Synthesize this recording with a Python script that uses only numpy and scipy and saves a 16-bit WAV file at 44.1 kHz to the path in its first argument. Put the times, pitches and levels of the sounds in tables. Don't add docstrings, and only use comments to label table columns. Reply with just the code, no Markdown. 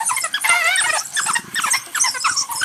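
import sys
import numpy as np
from scipy import signal
from scipy.io import wavfile
from scipy.ndimage import uniform_filter1d

SR = 44100
rng = np.random.default_rng(int(sys.argv[2]) if len(sys.argv) > 2 else 0)


def dump_mix(stems):
    frames = np.atleast_2d(stems).T
    limited = np.clip(frames, -1, 1)
    pcm = np.round(limited * 32767).astype(np.int16)
    wavfile.write(sys.argv[1], SR, pcm)


def magnitude_from_level(level_db):
    exponent = np.asarray(level_db, float) / 20
    return 10 ** exponent


N = 116424

# (frequency [Hz], density [dB per Hz])
BUSH_SPECTRUM = [(25, -33), (150, -12), (550, -15), (1300, -4.5), (3900, -13.5), (8600, -9.5),
                 (11500, -5.5), (15500, -43)]
# (time [s], length [s], centre [Hz], level [dB])
RASPS = [(.0, 0.25, 8740, -39.5), (0.391, 0.31, 8930, -42), (1.03, 0.087, 8580, -42.5),
         (0.821, 0.19, 8340, -33.5), (1.131, 0.19, 8560, -33), (1.598, 0.1, 8000, -35),
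         (1.719, 0.067, 10800, -38.5), (1.957, 0.279, 8550, -36.5), (2.25, 0.11, 7700, -31),
         (2.362, 0.069, 6510, -28), (2.509, 0.21, 9100, -33)]
# (time [s], length [s], start [Hz], end [Hz], level [dB])
WHIMPERS = [
    (0., 0.04, 964, 900, -22.5),
    (0.106, 0.056, 1055, 924, -23.5),
    (0.525, 0.033, 970, 947, -20.5),
    (2.259, 0.046, 1372, 1444, -20.5),
    (1.865, 0.053, 350, 325, -42),
    (2.3, .04, 1402, 1257, -26.5),
    (2.515, .02, 1190, 1000, -21),
    (2.339, 0.0586, 1016, 1237, -32),
    (2.402, 0.066, 1089, 1057, -30.5),
    (2.485, .11, 899, 997, -28.5),
]
# (time [s], length [s], start [Hz], end [Hz], level [dB])
HIGH_WHISTLES = [(.05, 0.052, 9200, 9210, -19), (.16, 0.015, 7000, 11270, -19),
                 (.2, 0.021, 11560, 5280, -23.5), (.24, 0.0088, 6900, 9700, -4.5),
                 (.47, 0.018, 9580, 7250, -20), (.488, 0.017, 7200, 10470, -17.5),
                 (.795, 0.042, 8010, 9580, -20), (.93, 0.029, 8650, 8700, -18.5),
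                 (1.155, 0.11, 7900, 7600, -45), (1.33, 0.021, 9740, 6840, -14.5),
                 (1.7, 0.04, 7500, 9120, -17.5), (2.005, 0.028, 7960, 9120, -11.5),
                 (2.5, 0.034, 9150, 11500, -30), (.125, 0.045, 10500, 10200, -31.5),
                 (.17, 0.033, 10900, 11600, -32.5), (.235, .04, 10600, 9650, -29.5),
                 (.268, 0.022, 9000, 9070, -29.5), (.405, 0.062, 8500, 11970, -28),
                 (.515, 0.061, 11370, 11000, -33), (.595, 0.026, 12200, 12100, -42),
                 (.638, 0.014, 5550, 8900, -26), (.66, 0.023, 7500, 9330, -30),
                 (.82, 0.045, 9200, 9400, -27.5), (1.145, .025, 9250, 8270, -23),
                 (1.21, 0.039, 8230, 7530, -24), (1.23, 0.025, 9300, 9900, -25),
                 (1.365, 0.043, 14600, 9900, -43), (1.81, 0.1, 8300, 8700, -41),
                 (1.705, 0.032, 6750, 5880, -20), (1.995, .06, 5710, 6530, -20)]
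# (time [s], length [s], start [Hz], end [Hz], level [dB])
LOW_WHISTLES = [(.21, 0.03, 5360, 5210, -28.5), (.09, 0.032, 6200, 6000, -27),
                (.13, 0.044, 5200, 5430, -33), (.508, 0.02, 6000, 6040, -32),
                (.975, 0.033, 5400, 5340, -29), (1.6, 0.046, 6340, 6390, -40.5),
                (1.79, 0.044, 6170, 6350, -35), (2.08, 0.078, 5000, 5020, -34.5),
                (.885, 0.036, 5200, 5200, -27.5), (.97, 0.054, 7000, 5400, -31),
                (1.185, 0.2, 5160, 5290, -37), (1.73, 0.0607, 5560, 5340, -24.5),
                (2.055, 0.061, 5360, 5490, -21), (2.2, 0.073, 5050, 5380, -25.5),
                (2.36, 0.05, 5490, 5530, -18.5), (2.55, 0.073, 5360, 5075, -29.5)]
# (time [s], start [Hz], level [dB])
SQUEAKS = [
    (0.076, 8350, -18),
    (.325, 8900, -30),
    (0.755, 8380, -11.5),
    (0.99, 5430, -19),
    (1.541, 7960, -15.5),
    (1.617, 8100, -19.5),
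    (1.95, 7550, -16),
]
# (time [s], length [s], top [Hz], level [dB])
YELPS = [
    (0.087, 0.036, 1402, -18.5),
    (0.337, 0.052, 1710, -20.5),
    (0.767, 0.056, 1893, -17),
    (1.163, 0.046, 1804, -14.5),
    (1.283, 0.04, 1400, -20),
    (1.552, 0.055, 1884, -15.5),
    (1.633, 0.035, 1401, -20),
    (2.609, 0.022, 1577, -15.5),
]
# (frequency [Hz], level [dB])
THROAT = [(450, -20), (800, -6), (1200, 0), (2200, 0), (4000, -12), (6000, -20), (9000, -50)]
# (time [s], peak [dB])
THUDS = [(.122, -39.5), (.22, -43), (.80, -41), (.835, -39.5), (.87, -37), (.905, -37), (1.775, -39),
         (1.925, -47), (2.0, -39), (2.095, -40), (2.18, -44), (2.309, -33), (2.375, -45), (2.409, -38.5),
         (2.5, -43), (2.548, -39), (2.615, -35)]
# (frequency [Hz], level [dB], t60 [s])
THUD_MODES = [(122, -0.5, 0.077), (166, -11, 0.086), (293, -0.5, 0.059)]
# (time [s], length [s], start [Hz], end [Hz], level [dB])
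YAPS = [(.163, 0.03, 1072, 1033, -16), (0.441, .025, 1154, 955, -14.5), (0.835, 0.034, 742.5, 691, -16.5),
        (0.866, 0.047, 641, 596.4, -18.5), (1.349, 0.028, 938, 896, -16.5),
        (1.66, 0.046, 611.4, 531, -19.5), (1.73, 0.032, 950, 1101, -19), (2.626, 0.015, 1530, 1460, -11.5),
        (1.944, 0.048, 1850, 904, -18.5), (2.036, 0.056, 1090, 830, -18), (2.241, 0.043, 1400, 918, -15.5)]
# (time [s], length [s], start [Hz], end [Hz], level [dB])
DULL_YAPS = [
    (0.2343, 0.037, 700, 615, -17.5),
    (0.925, 0.0475, 710, 580, -18.5),
    (2.14, 0.041, 560, 490, -23.5),
    (.852, 0.023, 750, 1000, -20),
    (1.0, 0.0304, 1200, 1350, -33),
]
# (time [s], length [s], pitch [Hz], level [dB])
BARKS = [
    (0.437, 0.0665, 898, -21),
    (0.801, 0.034, 855, -27),
    (1.665, 0.028, 1005, -22.5),
    (0.943, 0.04, 898.4, -19.5),
    (1.257, 0.037, 869.5, -22),
    (1.74, 0.031, 802, -24),
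    (1.969, 0.029, 1373, -22),
]
# (time [s], pitch [Hz], level [dB])
WHINE = [
    (.485, 714, -19.5),
    (0.524, 677, -15.5),
    (.565, 713.6, -18.5),
    (.6, 698.6, -21),
    (0.624, 648.3, -20),
    (.665, 665, -13),
    (0.699, 722.6, -17),
    (0.734, 771.5, -15.5),
    (.775, 740, -23),
]
# (time [s], level [dB])
STALK_SNAPS = [(1.010, -27), (1.070, -24.5), (1.104, -28), (1.124, -28), (1.146, -30), (1.862, -25),
               (.609, -34), (.63, -35), (2.228, -24)]
# (time [s], peak [dB])
GROWL = [(1.210, -34), (1.251, -30), (1.300, -26.5), (1.352, -38), (1.390, -26), (1.441, -27.5),
         (1.479, -26), (1.534, -27.5), (1.589, -28.5), (1.655, -29.5), (1.722, -39)]
# (frequency [Hz], level [dB], t60 [s])
GROWL_MODES = [(196, 3.5, 0.041), (350, -4, 0.061)]

BUSH_DB = -35.5
STIR_SHARE = 0.33
ATTACK_S, RELEASE_S, FLUTTER_DB = .008, .008, 2.
TWITTER_SPREAD, TWITTER_DB, TWITTER_ROUGH = .11, -2, .55
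SQUEAK_S, SQUEAK_TOP_HZ, SQUEAK_FADE_DB = 0.033, 15500, -36.5
BREATH_DB, EFFORT_DB_PER_OCTAVE = -23, 5
DULLING_DB_PER_OCTAVE = 18
RISE_S = 0.00496
YELP_END_HZ, YELP_SAG_POWER = 789, 3.5
STRAIN_HZ = 1650
TWIG_S, TWIG_DB = .5, -14
SCATTER_GAP_S, SCATTER_T60_S, SCATTER_DB = .004, .17, -10


def walk(rate, size=N):
    k = max(int(SR / rate), 2)
    steps = np.repeat(rng.standard_normal(size // k + 1), k)
    return 1.67 * uniform_filter1d(uniform_filter1d(steps, k), k)[:size]


def read(table, hz):
    table_hz, table_db = np.array(table).T
    return np.interp(np.log(hz), np.log(table_hz), table_db)


def band(x, lo_hz, hi_hz):
    sos = signal.butter(2, [lo_hz, min(hi_hz, .45 * SR)], "band", fs=SR, output="sos")
    return signal.sosfilt(sos, x)


def unit(x):
    return x / np.sqrt(np.mean(x ** 2))


def clock(length):
    return np.arange(int(length * SR)) / SR


def add(out, start, x):
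    i = max(int(start * SR), 0)
    out[i:i + len(x)] += x[:N - i]


def swell(t, flutter_db):
    edge = np.clip(t / ATTACK_S, 0, 1) * np.clip((t[-1] - t) / RELEASE_S, 0, 1)
    return np.sin(np.pi / 2 * edge) ** 2 * magnitude_from_level(flutter_db * walk(90.2, size=len(t)))


def ragged(rough, rate, size):
    return 1 - rough + rough * (walk(rate, size=size) + 1j * walk(rate, size=size))


def ground(pack):
    loudness = uniform_filter1d(unit(pack) ** 2, size=3000)
    stir_db = STIR_SHARE * 10 * np.log10(loudness + 0.014)
    out, slow_db = 0, walk(1.88)
    for hz in 25 * 2 ** np.arange(0, 9.4, .5):
        db = read(BUSH_SPECTRUM, hz) + 10 * np.log10(hz)
        db = db + min(hz / 1000, 1) * stir_db + slow_db + 2 * walk(4) + 2.5 * walk(18)
        out = out + magnitude_from_level(db) * unit(band(rng.standard_normal(N), hz / 1.157, hz * 1.066))
    return magnitude_from_level(BUSH_DB) * unit(out)


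def whistle(hz, jitter, rough):
    n = len(hz)
    phase = 2 * np.pi * np.cumsum(hz * (1 + jitter * walk(125, size=n))) / SR
    return unit(np.real(ragged(rough, 900, n) * np.exp(1j * phase)))


def rasps(out):
    for start, length, hz, db in RASPS:
        t = clock(length)
        hiss = band(rng.standard_normal(len(t)), hz * 0.84, hz * 1.16)
        hiss = unit(band(hiss, hz * 0.28, hz * 3.8))
        add(out, start, magnitude_from_level(db) * swell(t, 0.65) * hiss)
        for shift in (.8, 1, 1.17):
            flip = np.tanh(3 * walk(70, size=len(t)))
            twitter = whistle(hz * shift * np.exp(TWITTER_SPREAD * flip), .015, TWITTER_ROUGH)
            level = magnitude_from_level(db + TWITTER_DB + 2.7 * walk(42.9, size=len(t)))
            add(out, start, level * swell(t, 3.38) * twitter)


def voice(hz, tilt_db, rough, jitter, mouth_hz, mouth_db):
    n = len(hz)
    phase = 2 * np.pi * np.cumsum(hz * (1 + jitter * walk(138.3, size=n))) / SR
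    slope_db = tilt_db + DULLING_DB_PER_OCTAVE * np.log2(hz / hz.max())
    out = 0
    for k in range(1, 11):
        mouth = mouth_db * np.exp(-(np.log(k * hz / mouth_hz) / .22) ** 2)
        db = read(THROAT, k * hz) + slope_db * np.log2(k) + mouth
        tone = ragged(rough, 500, n) * np.exp(1j * (k * phase + .5 * k ** 2))
        out = out + magnitude_from_level(db + 2 * walk(40, size=n)) * np.real(tone)
    breath = unit(band(rng.standard_normal(n), 800, 4500))
    return unit(out) + magnitude_from_level(BREATH_DB + 40 * rough) * breath


def calls(out, rows, sag, rise, *colour):
    for start, length, a, b, db in rows:
        t = clock(length)
        hz = (a + (b - a) * (t / length) ** sag) * (1 - rise * np.exp(-t / RISE_S))
        level = magnitude_from_level(db + EFFORT_DB_PER_OCTAVE * np.log2(hz / a))
        add(out, start, level * swell(t, FLUTTER_DB) * voice(hz, *colour))


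def whimpers(out):
    calls(out, WHIMPERS, 0.882, 0.053, -16.0, 0.13, 0.0295, 1000, 0)


def whistles(out):
    for rows, jitter, rough in ((HIGH_WHISTLES, .02, .45), (LOW_WHISTLES, .007, .25)):
        for start, length, a, b, db in rows:
            t = clock(length)
            tone = whistle(a + (b - a) * t / length, jitter, rough)
            add(out, start, magnitude_from_level(db) * swell(t, FLUTTER_DB) * tone)


def squeaks(out):
    for start, a, db in SQUEAKS:
        t = clock(SQUEAK_S)
        u = np.clip(t / SQUEAK_S - .25, 0, 1) / 0.71
        hz = a + (SQUEAK_TOP_HZ - a) * (0.11 * t / SQUEAK_S + 0.75 * (1 - (1 - u) ** 3))
        level = magnitude_from_level(db + SQUEAK_FADE_DB * u ** 0.49)
        add(out, start, level * swell(t, 0.5) * whistle(hz, 0.0073, 0.4))


def yelps(out):
    rows = [(start, length, top, YELP_END_HZ, db) for start, length, top, db in YELPS]
    strained = [row for row in rows if row[2] > STRAIN_HZ]
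    relaxed = [row for row in rows if row[2] <= STRAIN_HZ]
    calls(out, strained, YELP_SAG_POWER, .16, 2., .13, .008, 5500, 5.)
    calls(out, relaxed, 2.05, 0.043, -5., .14, 0.0098, 1400, 0)


def knocks(rows, modes, attack_s, gain_db):
    out, t = np.zeros(N), clock(.15)
    for start, db in rows:
        ring = 0
        for hz, mode_db, t60 in modes:
            c = rng.standard_normal()
            tone = np.sin(2 * np.pi * hz * (1 + 0.046 * c) * t)
            ring = ring + magnitude_from_level(mode_db + 0.5 * c) * tone * 1000 ** (-t / max(t60, .01))
        add(out, start, magnitude_from_level(db + gain_db) * ring * np.clip(t / attack_s, 0, 1))
    return out


def thuds():
    return knocks(THUDS, THUD_MODES, attack_s=0.0027, gain_db=2.5)


def yaps(out):
    calls(out, YAPS, 1.2, .02, -1., .18, .014, 2050, 6.)
    calls(out, DULL_YAPS, .6, .01, -3.5, .1, .008, 1300, 5.)


def barks(out):
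    rows = [(start, length, hz, hz, db) for start, length, hz, db in BARKS]
    calls(out, rows, 1., 0.1124, 0.55, 0.33, 0.0242, 1115, 21.0)


def whine(out):
    times, pitches, levels = np.array(WHINE).T
    t = clock(times[-1] - times[0])
    hz = np.interp(t + times[0], times, pitches)
    level = magnitude_from_level(np.interp(t + times[0], times, levels))
    tone = voice(hz, tilt_db=2, rough=.13, jitter=.004, mouth_hz=2050, mouth_db=9)
    add(out, times[0], level * swell(t, FLUTTER_DB) * tone)


def snaps(out):
    t = clock(.012)
    crack = unit(band(rng.standard_normal(len(t)), 60, 4000))
    add(out, TWIG_S, magnitude_from_level(TWIG_DB) * crack * np.exp(-t / 0.0018))
    for start, db in STALK_SNAPS:
        tick = unit(band(rng.standard_normal(len(t)), 4500, 11000))
        add(out, start, magnitude_from_level(db) * tick * np.exp(-t / 0.0019))


def growl():
    return knocks(GROWL, GROWL_MODES, attack_s=0.0033, gain_db=0.5)


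def scatter(pack):
    t = clock(.5)
    tail = rng.standard_normal(len(t)) * 1000 ** (-t / SCATTER_T60_S) * (t > SCATTER_GAP_S)
    return magnitude_from_level(SCATTER_DB) * signal.fftconvolve(pack, tail / np.sqrt(np.sum(tail ** 2)))[:N]


def scene():
    pack = np.zeros(N)
    for source in (rasps, whimpers, whistles, squeaks, yelps, yaps, barks, whine, snaps):
        source(pack)
    return (pack + scatter(pack) + thuds() + growl() + ground(pack))[None]


def roll_off(x):
    return signal.sosfilt(signal.butter(12, 15720, fs=SR, output="sos"), x)


def record(dry):
    rounded = np.tanh(0.87 * dry) / 0.93
    return roll_off(band(rounded, 37, 16000))


dry = scene()
out = record(dry)
dump_mix(out)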